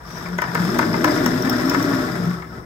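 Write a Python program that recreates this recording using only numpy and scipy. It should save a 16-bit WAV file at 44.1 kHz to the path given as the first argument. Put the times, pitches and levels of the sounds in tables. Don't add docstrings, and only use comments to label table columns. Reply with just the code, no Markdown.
import sys
import numpy as np
from scipy import signal
from scipy.fft import rfft, irfft, next_fast_len
from scipy.io import wavfile
from scipy.ndimage import uniform_filter1d

SR = 44100
rng = np.random.default_rng(int(sys.argv[2]) if len(sys.argv) > 2 else 0)


def wrap_up_sound(samples):
    columns = np.atleast_2d(samples).T
    tamed = np.clip(columns, -1, 1)
    steps = np.round(tamed * 32767).astype(np.int16)
    wavfile.write(sys.argv[1], SR, steps)


N = 116865
TIME = np.arange(N) / SR
SIZE = next_fast_len(N + SR // 2, True)
FREQ = np.fft.rfftfreq(SIZE, 1 / SR)

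# frequency in Hz, relative level in dB per Hz.
RUSTLE_COLOUR = [(200, -14), (420, -11), (520, -13), (620, -2), (1130, -3), (1400, 0.5), (1750, -1.5),
                 (2050, -10), (2400, -20.5), (5000, -33), (16000, -68)]


def amp(db):
    return 10 ** (np.asarray(db) / 20)


def decay(t, t60):
    return 1000 ** (-t / t60)


def sine(hz, t):
    return np.sin(2 * np.pi * hz * t)


def noise():
    return rng.standard_normal(N)


def evened(x):
    return x / np.sqrt(np.mean(x ** 2) + 1e-20)


def steadied(x, hold, window_s=.03):
    window = max(int(window_s * SR), 1)
    power = abs(uniform_filter1d(x ** 2, window)) + 1e-9
    return evened(x / power ** (np.clip(hold, 0, 1) / 2))


def read(points, hz):
    f, value = np.transpose(points)
    return np.interp(np.log(hz + 1), np.log(f + 1), value)


def curves(table):
    t, *columns = np.transpose(table)
    return [np.interp(TIME, t, c) for c in columns]


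def add(mix, start_s, sound):
    part = mix[..., max(round(start_s * SR), 0):][..., :sound.shape[-1]]
    part += sound[..., :part.shape[-1]]


def wander(rate_hz):
    spectrum = rfft(rng.standard_normal(SIZE))
    return evened(irfft(spectrum / (1 + (FREQ / rate_hz) ** 4), SIZE)[:N])


def colour(x, points):
    log_gain = np.log(amp(read(points, abs(np.fft.fftfreq(4096, 1 / SR)))))
    minimum_phase = np.exp(np.conj(signal.hilbert(log_gain)))
    taps = np.fft.ifft(minimum_phase).real[:2048]
    return signal.fftconvolve(x, taps / np.linalg.norm(taps))[:N]


def resonate(x, hz, width_hz):
    turn = np.exp(2j * np.pi * np.cumsum(hz * np.ones(N)) / SR)
    r = np.exp(-np.pi * width_hz / SR)
    return 2 * (turn * signal.lfilter([1 - r], [1, -r], x / turn)).real


def spread(a, b):
    # frequency in Hz, left-right likeness from 0 to 1.
    likeness = [(100, 0.97), (300, 0.96), (600, 0.44), (1500, 0.14), (3000, 0.33), (6000, 0.22), (9500, 1),
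                (16000, 1)]
    same = np.clip(read(likeness, FREQ), 0, 1)
    mid = rfft(a, SIZE) * np.sqrt((1 + same) / 2)
    side = rfft(b, SIZE) * np.sqrt((1 - same) / 2)
    return irfft([mid + side, mid - side], SIZE)[:, :N]


def room(x, wet_db, near_db, near_t60):
    # frequency in Hz, t60 in seconds.
    tail_t60 = [(100, 0.18), (500, 0.042), (1500, 0.3), (5000, 0.18), (16000, 0.042)]
    size = SR // 2
    age = np.arange(size) / SR
    taps = rng.standard_normal((2, 2, size)) * (rng.random((2, 2, size)) < .12)
    taps *= age > .003
    hz, t, bins = signal.stft(taps[0], SR, nperseg=256)
    bins = bins * decay(t, read(tail_t60, hz)[:, None])
    tail = signal.istft(bins, SR, nperseg=256)[1][:, :size]
    near = taps[1] * decay(age, near_t60)
    echo = np.zeros((2, size))
    for db, part in [(wet_db, tail), (near_db, near)]:
        echo += amp(db) * part / np.linalg.norm(part, axis=1, keepdims=True)
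    echo[:, 0] = 1
    return signal.fftconvolve(x[None], echo, axes=1)[:, :N]


def air(rumble_db=-42, hiss_db=-60):
    # frequency in Hz, relative level in dB per Hz.
    rumble_colour = [(26, -36), (52, -9), (70, -9.5), (95, -15), (300, -23), (1000, -27.5), (3000, -67),
                     (16000, -51)]
    faint_colour = [(2000, -18), (4400, -42), (5000, 7), (5600, 12), (6200, -7), (8000, 1), (9300, 13),
                    (11000, -38), (16000, -25)]
    rumble = spread(*[colour(noise(), rumble_colour) for _ in range(2)])
    hiss = spread(*[colour(noise(), faint_colour) for _ in range(2)])
    return amp(rumble_db) * rumble + amp(hiss_db) * hiss


def cord(drone_db=0, rail_db=-4, jitter=0.0247, jitter_hz=35, flutter_hz=55, skirt=4, mid_pull_hz=236):
    # time in seconds, mean pitch in Hz, level in dB.
    pull = [(0, 156, -59), (.09, 173.5, -38), (.2, 170.8, -40), (.34, 177.1, -29), (.42, 170.4, -36.5),
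            (.54, 169.9, -23.5), (.575, 164.4, -32), (.605, 173, -17), (.67, 174.6, -24.5),
            (.72, 225.6, -25.5), (.8, 253.3, -25.5), (.99, 212.8, -30.5), (1.07, 303.6, -21),
            (1.15, 306.4, -23.5), (1.27, 245.5, -23), (1.43, 268, -24), (1.58, 243.6, -23),
            (1.67, 270.2, -20), (1.75, 277.8, -28.5), (1.79, 267, -15), (1.83, 278, -26),
            (1.89, 284.5, -20.5), (2.03, 254, -25.5), (2.1, 225, -46), (2.19, 178, -26), (2.28, 173.2, -22),
            (2.43, 166.3, -41.5), (2.65, 169.5, -48)]
    # time in seconds, level in dB before rail_db.
    effort = [(0, -54), (.1, -35.5), (.42, -29.5), (.72, -20.5), (1.1, -16.5), (1.55, -20.5), (1.9, -19.5),
              (2.28, -24), (2.47, -36.5), (2.6, -31), (2.65, -39.5)]
    # frequency in Hz, width in Hz, level in dB at mid_pull_hz,
    # rise in dB per octave of the pull's pitch.
    rail_modes = [(112.5, 5, -12.5, 3), (128.6, 16.8, -6, -3.5), (172.7, 19, -3.5, 3.5),
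                  (236.6, 23, -6, 0.5), (319.7, 40, -1.5, 11.5), (371.3, 26, -5, 2), (453.7, 35, -10, 2.5),
                  (602, 29.7, -8, 11), (679.6, 19, -15, 9)]
    hz, drone_level = curves(pull)
    (effort_level,) = curves(effort)
    turns = np.cumsum(hz * (1 + jitter * wander(jitter_hz))) / SR
    drone = evened(np.sin(2 * np.pi * turns) * (1 + .42 * wander(flutter_hz)))
    octaves = np.log2(hz / mid_pull_hz)

    def rail():
        total = np.zeros(N)
        for f, width, db, rise in rail_modes:
            ringing = resonate(resonate(noise(), f, width), f, skirt * width)
            total += amp(db + rise * octaves) * evened(ringing)
        return steadied(total, hold=.8)

    shake = spread(rail(), rail())
    return amp(drone_level + drone_db) * drone + amp(effort_level + rail_db) * shake


def patter(per_s, spread_db, rub):
    size = amp(spread_db * np.minimum(rng.exponential(1, N), 4)) * noise()
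    contacts = evened(size * (rng.random(N) < per_s / SR))
    return evened(contacts + rub * noise())


def slat_ring(per_s=45, t60=0.097, spread_db=2):
    # frequency in Hz, relative level in dB at mid-time, its change in dB per second.
    slat_modes = [(761, -6.5, 9.5), (976, -1, -4), (1118, 1, 10), (1192, -4, -8.5), (1298, -6.5, 19.5),
                  (1418, 5.5, 4), (1508, -5, 4), (1778, -5, 8.5), (1999, -1.5, 5.5), (2373, -17.5, -2)]
    out, t = np.zeros(N), np.arange(SR // 8) / SR
    for f, db, db_per_s in slat_modes:
        taps = patter(per_s, spread_db, 0) * amp(db + db_per_s * (TIME - TIME.mean()))
        out += signal.oaconvolve(taps, decay(t, t60) * sine(f, t))[:N]
    return steadied(out, hold=0.38, window_s=0.12)


def pings(low_hz, high_hz, per_s, t60, spread_db, count=24):
    out, t = np.zeros(N), np.arange(SR // 16) / SR
    for f in np.linspace(low_hz, high_hz, count):
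        size = amp(spread_db * np.minimum(rng.exponential(1, N), 3))
        hits = size * (rng.random(N) < per_s / count / SR)
        out += signal.oaconvolve(hits, decay(t, t60) * sine(f, t))[:N]
    return evened(out)


def slats(rustle_db=-1.0, hiss_db=1.0, rattle_db=-3, tinkle_db=-5, grit_low_db=-6, grit_high_db=-5,
          flicker_db=0.27, flicker_hz=35):
    # time in seconds, body gain in dB, top gain in dB.
    slide = [(0.0, -45, -64), (0.1, -40, -48), (0.26, -35.5, -46.5), (.35, -39, -52), (0.46, -33, -47.5),
             (0.62, -30, -40), (.98, -30.5, -41), (1.12, -26, -37), (1.42, -30, -40), (1.84, -28, -38.5),
             (2.04, -30.5, -41), (2.33, -37.5, -47.5), (2.47, -47, -60.5), (2.56, -41.5, -54.5),
             (2.65, -51, -67)]
    # frequency in Hz, relative level in dB per Hz.
    hiss_colour = [(800, -60), (2200, 3.5), (2900, -4.5), (3600, 6), (4400, -3.5), (5250, 4.5),
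                   (5650, -0.5), (6100, -2.5), (8000, -4), (10300, -2.5), (12300, -7), (14600, -5),
                   (16000, -20)]
    body_level, top_level = curves(slide)
    rustle = spread(*[colour(patter(per_s=650, spread_db=-1.0, rub=0.9), RUSTLE_COLOUR) for _ in range(2)])
    hiss = spread(*[colour(patter(per_s=860, spread_db=3.5, rub=3.9), hiss_colour) for _ in range(2)])
    rattle = spread(slat_ring(), slat_ring())
    tinkle = spread(*[pings(low_hz=4843, high_hz=5720, per_s=110, t60=0.054, spread_db=4.5)
                      for _ in range(2)])
    clicks = patter(per_s=110, spread_db=0, rub=0)
    grit = evened(room(clicks, wet_db=-6, near_db=0, near_t60=.018))
    grit_low = np.array([colour(side, RUSTLE_COLOUR) for side in grit])
    grit_high = np.array([colour(side, hiss_colour) for side in grit])
    body = amp(rustle_db) * rustle + amp(rattle_db) * rattle + amp(grit_low_db) * grit_low
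    top = amp(hiss_db) * hiss + amp(tinkle_db) * tinkle + amp(grit_high_db) * grit_high
    flicker = amp(flicker_db * wander(flicker_hz))
    return flicker * (amp(body_level) * body + amp(top_level) * top)


def swish(level_db=-5, width_hz=380):
    # time in seconds, level in dB before level_db, whistle in Hz.
    whistle = [(0, -90, 5500), (.07, -48, 5600), (.13, -43.5, 5800), (.2, -42, 5720), (.36, -92, 5200)]
    level, hz = curves(whistle)
    sides = [evened(resonate(resonate(noise(), hz, width_hz), hz, width_hz)) for _ in range(2)]
    return amp(level + level_db) * spread(*sides)


def knocks(clack_db=6, ring_db=-3, near_t60=0.012, chatter_db=-10, chatter_t60=0.098,
           low_cut_hz=440, rebound_s=0.002193, rebound_db=8):
    # start in seconds, level in dB, ratio that scales clack pitch and rebound rate.
    blows = [(.171, -36, 1), (.259, -31, 1.25), (.3855, -19.5, 1.11), (.4193, -19.5, 1.05),
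             (.438, -24.5, 1.01), (.551, -17.5, .95), (.573, -26, .9), (.79, -14, .9), (.826, -23, .97),
             (.9405, -20, .9), (1.0432, -13, .96), (1.0745, -21, .8), (1.177, -27, 1.2), (1.261, -20, 1.04),
             (1.47, -28, 1), (1.592, -28, 1.1), (1.714, -24.5, 1.1), (1.7455, -17, .97), (1.933, -27, 1),
             (2.31, -33, 1.1), (2.421, -34.5, 1.2)]
    # frequency in Hz, level in dB before ring_db, t60 in seconds.
    knock_modes = [(615, -22, .07), (700, -21, .06), (990, -11, .045), (1095, -14, .04), (1290, -16, .03),
                   (1500, -16, .035), (1760, -16, .03), (2040, -19, .035)]
    # frequency in Hz at ratio 1, relative level in dB per Hz.
    clack_colour = [(30, -47), (150, -43), (520, -16.5), (680, -3), (800, -17), (980, 14.5), (1180, 7.5),
                    (1450, 3), (1760, 11.5), (2100, -11), (2450, -74), (3000, -3.5), (3600, -18),
                    (4400, -15), (5400, -10.5), (7000, -35.5), (16000, -32)]
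    out, jolt, t = np.zeros((2, N)), np.zeros(N), np.arange(SR // 8) / SR
    low_cut = signal.butter(2, low_cut_hz, "highpass", fs=SR, output="sos")
    for s, db, pitch in blows:
        blow = amp(ring_db) * sum(amp(d) * decay(t, t60) * sine(f, t) for f, d, t60 in knock_modes)
        clack = colour(np.ones(1), [(f * pitch, d) for f, d in clack_colour])
        add(blow, 0, amp(clack_db) * clack)
        blow = signal.sosfilt(low_cut, blow)
        both = blow.copy()
        add(both, rebound_s / pitch, blow * amp(rebound_db))
        hit = room(both, wet_db=-9, near_db=-5, near_t60=near_t60)
        add(out, s, amp(db) * hit / hit[:, :SR // 100].std())
        add(jolt, s, amp(db) * decay(t, chatter_t60))
    chatter = spread(*[colour(jolt * patter(per_s=1600, spread_db=-2, rub=1.0), RUSTLE_COLOUR)
                       for _ in range(2)])
    return out + amp(chatter_db) * chatter


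def ticks(level_db=0):
    # start in seconds, length in seconds (twice the time to the peak), level in dB.
    catches = [(0.184, 0.0022, -35), (0.383, 0.00053, -21), (0.4183, 0.00094, -19), (0.445, 0.0013, -41),
               (0.5482, 0.0014, -19), (0.787, 0.0033, -18.5), (1.0425, 0.0033, -19), (1.26, 0.0033, -17.5),
               (1.495, 0.0019, -20), (1.527, 0.003, -31), (1.695, 0.0032, -22.5), (1.743, 0.0031, -28),
               (1.8255, 0.0052, -29), (2.305, 0.0012, -35)]
    # frequency in Hz, relative level in dB per Hz.
    scrape_colour = [(600, 0), (2500, 0), (3600, 10.5), (4400, -23), (5500, 8), (7000, 7), (8500, -2.5),
                     (10500, 7), (12500, -1), (16000, 7)]
    out, t = np.zeros(N), np.arange(SR // 16) / SR
    for s, length, db in catches:
        age = 2 * t / length
        add(out, s, amp(db) * rng.standard_normal(len(t)) * 2 * age * np.exp(-age))
    return amp(level_db) * room(colour(out, scrape_colour), wet_db=-9, near_db=-8.5, near_t60=0.0037)


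def clinks(level_db=-1, base_t60=0.013, overtone_ratio=2.682, overtone_t60=0.015):
    # start in seconds, swell in seconds, pitch in Hz, level in dB before level_db,
    # overtone in dB relative to the pitch.
    chimes = [(0.7028, 0.0017, 5310, -24.5, -30), (0.929, 0.0026, 5170, -24.5, -20),
              (1.2604, 0.00063, 5500, -15.5, -19), (1.422, 0.0027, 5580, -22, -6),
              (1.4963, 0.0027, 5430, -19.5, -1), (1.654, 0.0044, 5320, -24, -14),
              (1.695, 0.0041, 5353, -19.5, -10), (1.8241, 0.0041, 5680, -24.5, -4)]
    out, t = np.zeros(N), np.arange(SR // 12) / SR
    for s, swell_s, hz, db, overtone_db in chimes:
        partials = [(hz, base_t60, db), (hz * overtone_ratio, overtone_t60, db + overtone_db)]
        for f, t60, part_db in partials:
            shape = np.minimum(t / swell_s, 1) * decay(np.maximum(t - swell_s, 0), t60)
            add(out, s, amp(part_db) * shape * sine(f, t))
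    return amp(level_db) * room(out, wet_db=-10.0, near_db=-15, near_t60=0.027)


def squeak(level_db=-24, rough=0.5, rough_hz=250):
    # start in seconds, length in seconds, first pitch in Hz, last pitch in Hz.
    slip = (1.511, .032, 940, 1950)
    start, length, from_hz, to_hz = slip
    along = np.clip((TIME - start) / length, 0, 1)
    turns = np.cumsum(from_hz + (to_hz - from_hz) * along) / SR
    swell = np.sqrt(abs(np.sin(np.pi * along)))
    chirp = np.sin(2 * np.pi * turns) * swell * (1 + rough * wander(rough_hz))
    return room(amp(level_db) * chirp, wet_db=-17, near_db=-6.0, near_t60=0.05)


def scene():
    return air() + cord() + slats() + swish() + knocks() + ticks() + clinks() + squeak()


def record(dry, edge_hz=15900):
    # frequency in Hz, left minus right in dB.
    lean = [(60, 1), (160, 3.5), (400, 2), (740, 4.5), (1220, 4), (2010, 8), (3330, 3.5), (4400, 12),
            (5400, 15.5), (6800, 1.5), (8500, -0.5), (16000, 0)]
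    # frequency in Hz, phase in radians by which left leads.
    lead = [(60, 0), (300, .3), (600, .5), (870, -1.1), (1400, -.5), (1700, -2.3), (2100, -2.9), (2400, -1),
            (2800, -1.2), (3400, 1.3), (5000, 1), (5350, 3.3), (6000, 3.1), (6400, .4), (8000, -.8),
            (9300, -2.9), (10700, -3.35), (12300, -5.6), (16000, -7.5)]
    half = amp(read(lean, FREQ) / 2) * np.exp(.5j * read(lead, FREQ))
    sides = irfft(rfft(dry, SIZE) * np.array([half, 1 / half]), SIZE)[:, :N]
    low_pass = signal.firwin(301, edge_hz, window=("kaiser", 9), fs=SR)
    return signal.oaconvolve(np.clip(sides, -1, 1), low_pass[None], "same")


dry = scene()
out = record(dry)
wrap_up_sound(out)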